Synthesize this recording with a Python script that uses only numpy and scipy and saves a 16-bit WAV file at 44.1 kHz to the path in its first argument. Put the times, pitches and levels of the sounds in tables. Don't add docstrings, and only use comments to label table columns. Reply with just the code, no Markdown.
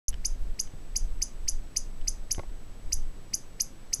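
import sys
import numpy as np
from scipy import signal
from scipy.fft import rfft, irfft
from scipy.io import wavfile
from scipy.ndimage import uniform_filter1d

SR = 44100
rng = np.random.default_rng(int(sys.argv[2]) if len(sys.argv) > 2 else 0)


def put_to_file(sound):
    columns = np.atleast_2d(sound).T
    safe = np.clip(columns, -1, 1)
    whole_steps = np.round(safe * 32767)
    wavfile.write(sys.argv[1], SR, whole_steps.astype(np.int16))


N = 176400


def chipmunk(first_cut_s=0.106):
    # start in s, gain in dB, then the ending's top pitch in Hz, gain in dB, time stretch.
    chips = [(0.0673, -2.5, 11100, 3.5, 0.86), (0.2410, -0.5, 10940, 1.5, 0.88),
             (0.5854, -1, 11100, -2, 1.16), (0.9505, 0, 11030, 1, 0.89), (1.2109, 0.5, 10860, -1, 0.81),
             (1.4726, 1, 10950, 0.5, 0.78), (1.7557, 1.2, 10860, -1.5, 0.78), (2.0679, 0, 10980, 0, 0.82),
             (2.3015, 0.4, 11110, 4.5, 1), (2.9155, 0.5, 11110, 1.5, 0.92), (3.3277, 0.3, 11180, 2, 0.91),
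             (3.5933, 1.6, 11230, 4, 1), (3.923, 2, 11110, -2, 0.87)]
    out = np.zeros(N)
    for k, (start_s, db, top_hz, top_db, stretch) in enumerate(chips):
        echoed = signal.fftconvolve(chip(top_hz, top_db, stretch), rocks())
        add(out, start_s, from_db(db) * echoed)
        if k == 0:
            out[int(first_cut_s * SR):] = 0
    return out


def chip(top_hz, top_db, stretch):
    return whistle(top_hz, top_db, stretch) + squeak()


def squeak():
    # time in ms, pitch in Hz, relative level in dB, overtone gain in dB.
    contour = [(0, 1596, -65, -16), (2, 1835, -51.5, -18), (5, 2170, -43, -9), (8, 2710, -43.5, 7),
               (9.4, 3034, -46.5, 15), (11, 3100, -47.5, -5), (12, 1250, -66, -16)]
    overtones_db = [0, -7, -16, -15, -19]
    return voice(*np.transpose(contour), overtones_db, rasp=0.29)


def whistle(top_hz, top_db, stretch, ending_ms=20, nominal_top_hz=11100):
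    # time in ms, pitch in Hz, level in dB, octave in dB re the fundamental.
    contour = [(8.94, 4376, -49, -16), (10.12, 4673, -27, -10), (13.35, 5080, -23.5, -18.5),
               (14.6, 6070, -18.5, -22), (15.81, 6064, -15, -25), (16.17, 6180, -20.5, -18),
               (17.15, 6480, -22.5, -20), (18.44, 6840, -17.5, -33), (18.68, 6800, -28.5, -38),
               (19.75, 8600, -33.5, -27), (21.7, 9950, -41, -30), (23.6, 10640, -30, -30),
               (24.8, 11270, -28.5, -30), (27.2, 11130, -33, -30), (29.4, 10000, -46, -30)]
    ms, hz, db, octave_db = np.transpose(contour)
    ending = np.clip((ms - ending_ms) / 2, 0, 1)
    ms = ms + np.maximum(ms - ending_ms, 0) * (stretch - 1)
    hz = hz * (top_hz / nominal_top_hz) ** ending
    return voice(ms, hz, db + top_db * ending, octave_db, overtones_db=[0], rasp=0.033)


def voice(ms, hz, db, bright_db, overtones_db, rasp):
    t_ms = np.arange(0, 40, 1000 / SR)
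    ms = np.maximum.accumulate(ms)
    pitch_hz = np.interp(t_ms, ms, hz)
    envelope = from_db(np.interp(t_ms, ms, db)) * (t_ms >= ms[0]) * (t_ms <= ms[-1])
    phase = 2 * np.pi * np.cumsum(pitch_hz) / SR
    flutter = rms_one(uniform_filter1d(rng.standard_normal((2, len(t_ms))), size=24, axis=1))
    fundamental = np.sin(phase) * (1 + rasp * flutter[0] / 2)
    overtones = sum(from_db(gain_db) * np.sin(k * phase) * (k * pitch_hz < SR / 2)
                    for k, gain_db in enumerate(overtones_db, 2))
    overtones *= from_db(np.interp(t_ms, ms, bright_db)) * (1 + rasp * flutter[1])
    return envelope * (fundamental + overtones)


def rocks(scatter_db=-14.5, t60_s=0.21, rise_s=0.0026):
    # delay in ms, level in dB re the direct path.
    echoes = [(2.8, -12.5), (5.9, -22), (8.1, -17), (13.6, -27.5), (21.3, -29.5)]
    # frequency in Hz, relative level of the scatter in dB.
    spectrum = [(1800, -5), (3500, 3), (5000, 2), (6300, 1), (7500, 1.5), (9500, 7), (11000, -4),
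                (14000, -2.5)]
    t = np.arange(SR // 2) / SR
    envelope = from_db(-60 * t / t60_s) * (1 - np.exp(-t / rise_s))
    scatter = colour(rng.standard_normal(len(t)), spectrum) * envelope
    paths = from_db(scatter_db) * scatter / np.linalg.norm(scatter)
    paths[0] += 1
    for delay_ms, db in echoes:
        paths[int(delay_ms * SR / 1000)] += from_db(db)
    return paths


def wind(gain_db=4.5):
    # time in s, relative gust level in dB.
    gusts = [(0.1, -27.5), (0.18, -38), (0.31, -31.5), (0.37, -35), (0.439, -25.5), (0.55, -38),
             (0.9, -40.5), (1.0, -31.5), (1.12, -28), (1.3, -45.5), (1.45, -31), (1.57, -31), (1.74, -46),
             (1.852, -32.5), (1.92, -41), (2.02, -31), (2.25, -39.5), (2.5, -37), (2.8, -45), (2.93, -27.5),
             (3.05, -29.5), (3.2, -45.5), (4.0, -45.5)]
    # frequency in Hz, relative spectral density in dB.
    spectrum = [(7, -8), (14, 2.5), (25, -5), (40, -16.5), (60, -23), (100, -36), (200, -47), (500, -78)]
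    eddies = colour(rng.standard_normal(N), spectrum)
    eddies /= np.sqrt(uniform_filter1d(eddies ** 2, size=SR // 6))
    gust_db = np.interp(np.arange(N) / SR, *np.transpose(gusts))
    return from_db(gain_db + gust_db) * eddies * fade_in(length_s=0.012)


def knocks(thump_s=0.0014):
    # start in s, ring gain in dB, contact low-pass in Hz, thump peak in dB.
    hits = [(0.738, -50, 200, -32.5), (2.3815, -35, 895, -22), (2.3926, -33, 2200, -28),
            (2.3946, -31, 2220, -34), (2.4331, -40.5, 1200, -46)]
    # frequency in Hz, relative level in dB, T60 in s.
    body_modes = [(170, -1.5, 0.039), (335, -3.5, 0.053), (561, -4, 0.031), (710, 1, 0.02),
                  (887, -1.5, 0.024), (1102, -8.5, .06), (1370, -14, 0.038), (2110, -5, 0.017)]
    out = np.zeros(N)
    t = np.arange(SR // 10) / SR
    thump = -t / thump_s * np.exp(1 - t / thump_s)
    for start_s, ring_db, soft_hz, thump_db in hits:
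        ring = signal.lfilter(*signal.butter(1, soft_hz, fs=SR), strike(body_modes, crack_db=-1.5))
        add(out, start_s, from_db(ring_db) * ring + from_db(thump_db) * thump)
    return out


def ticks():
    # start in s, gain in dB, relative crack gain in dB.
    hits = [(0.129, -50, -5), (0.1333, -51.5, -8), (0.1417, -42, 3), (0.674, -55, 7), (2.014, -55, 3),
            (2.3474, -42.5, -7)]
    # frequency in Hz, relative level in dB, T60 in s.
    casing_modes = [(1630, 3.5, 0.0071), (3030, 6, 0.014), (3600, 0, 0.0092), (5200, 3, .004),
                    (7100, -16, .003)]
    out = np.zeros(N)
    for start_s, db, crack_db in hits:
        add(out, start_s, from_db(db) * strike(casing_modes, crack_db))
    return out


def strike(modes, crack_db, crack_s=0.0025, dull_hz=5000, spread_db=1.9):
    t = np.arange(SR // 10) / SR
    ring = np.zeros(len(t))
    for k, (hz, db, t60_s) in enumerate(modes):
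        envelope = from_db(db + rng.normal(0, spread_db) - 60 * t / t60_s)
        ring += (-1) ** k * envelope * np.sin(2 * np.pi * hz * t)
    burst = rng.standard_normal(len(t)) * np.exp(-t / crack_s)
    crack = signal.lfilter(*signal.butter(2, dull_hz, fs=SR), burst)
    return ring + from_db(crack_db) * crack


def shore(rms_db=-52.5):
    # frequency in Hz, relative spectral density in dB.
    spectrum = [(50, -8), (90, 0.5), (270, -7), (450, -11), (680, -14.5), (900, -17.5), (1500, -21),
                (6500, -29), (9000, -33.5), (14000, -37.5)]
    return from_db(rms_db) * rms_one(colour(rng.standard_normal(N), spectrum))


def whine(pitch_hz=7867, frames_per_s=30):
    # time in s, rms level in dB.
    levels = [(0, -72), (.55, -71), (.8, -67.5), (4, -68.5)]
    t = np.arange(N) / SR
    amplitude = np.sqrt(2) * from_db(np.interp(t, *np.transpose(levels)))
    flips = uniform_filter1d((-1.) ** np.floor(t * frames_per_s), size=60)
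    return amplitude * flips * np.sin(2 * np.pi * pitch_hz * t)


def from_db(db):
    return 10 ** (np.asarray(db) / 20)


def rms_one(x):
    return x / np.sqrt(np.mean(x ** 2) + 1e-20)


def colour(x, spectrum):
    hz, db = np.transpose(spectrum)
    bins_hz = np.maximum(np.fft.rfftfreq(len(x), 1 / SR), 1)
    gain = from_db(np.interp(np.log(bins_hz), np.log(hz), db))
    return irfft(rfft(x) * gain, len(x))


def add(out, start_s, sound):
    i = max(int(round(start_s * SR)), 0)
    out[i:i + len(sound)] += sound[:N - i]


def fade_in(length_s, start_s=0.082):
    progress = np.clip((np.arange(N) / SR - start_s) / length_s, 0, 1)
    return np.sin(np.pi / 2 * progress) ** 2


def scene():
    return (chipmunk() + knocks() + ticks() + wind() + shore() + whine())[None]


def record(dry, cutoff_hz=14200):
    lowpass = signal.ellip(10, 0.1, 80, cutoff_hz, fs=SR, output="sos")
    return signal.sosfilt(lowpass, dry * fade_in(length_s=0.001))


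dry = scene()
out = record(dry)
put_to_file(out)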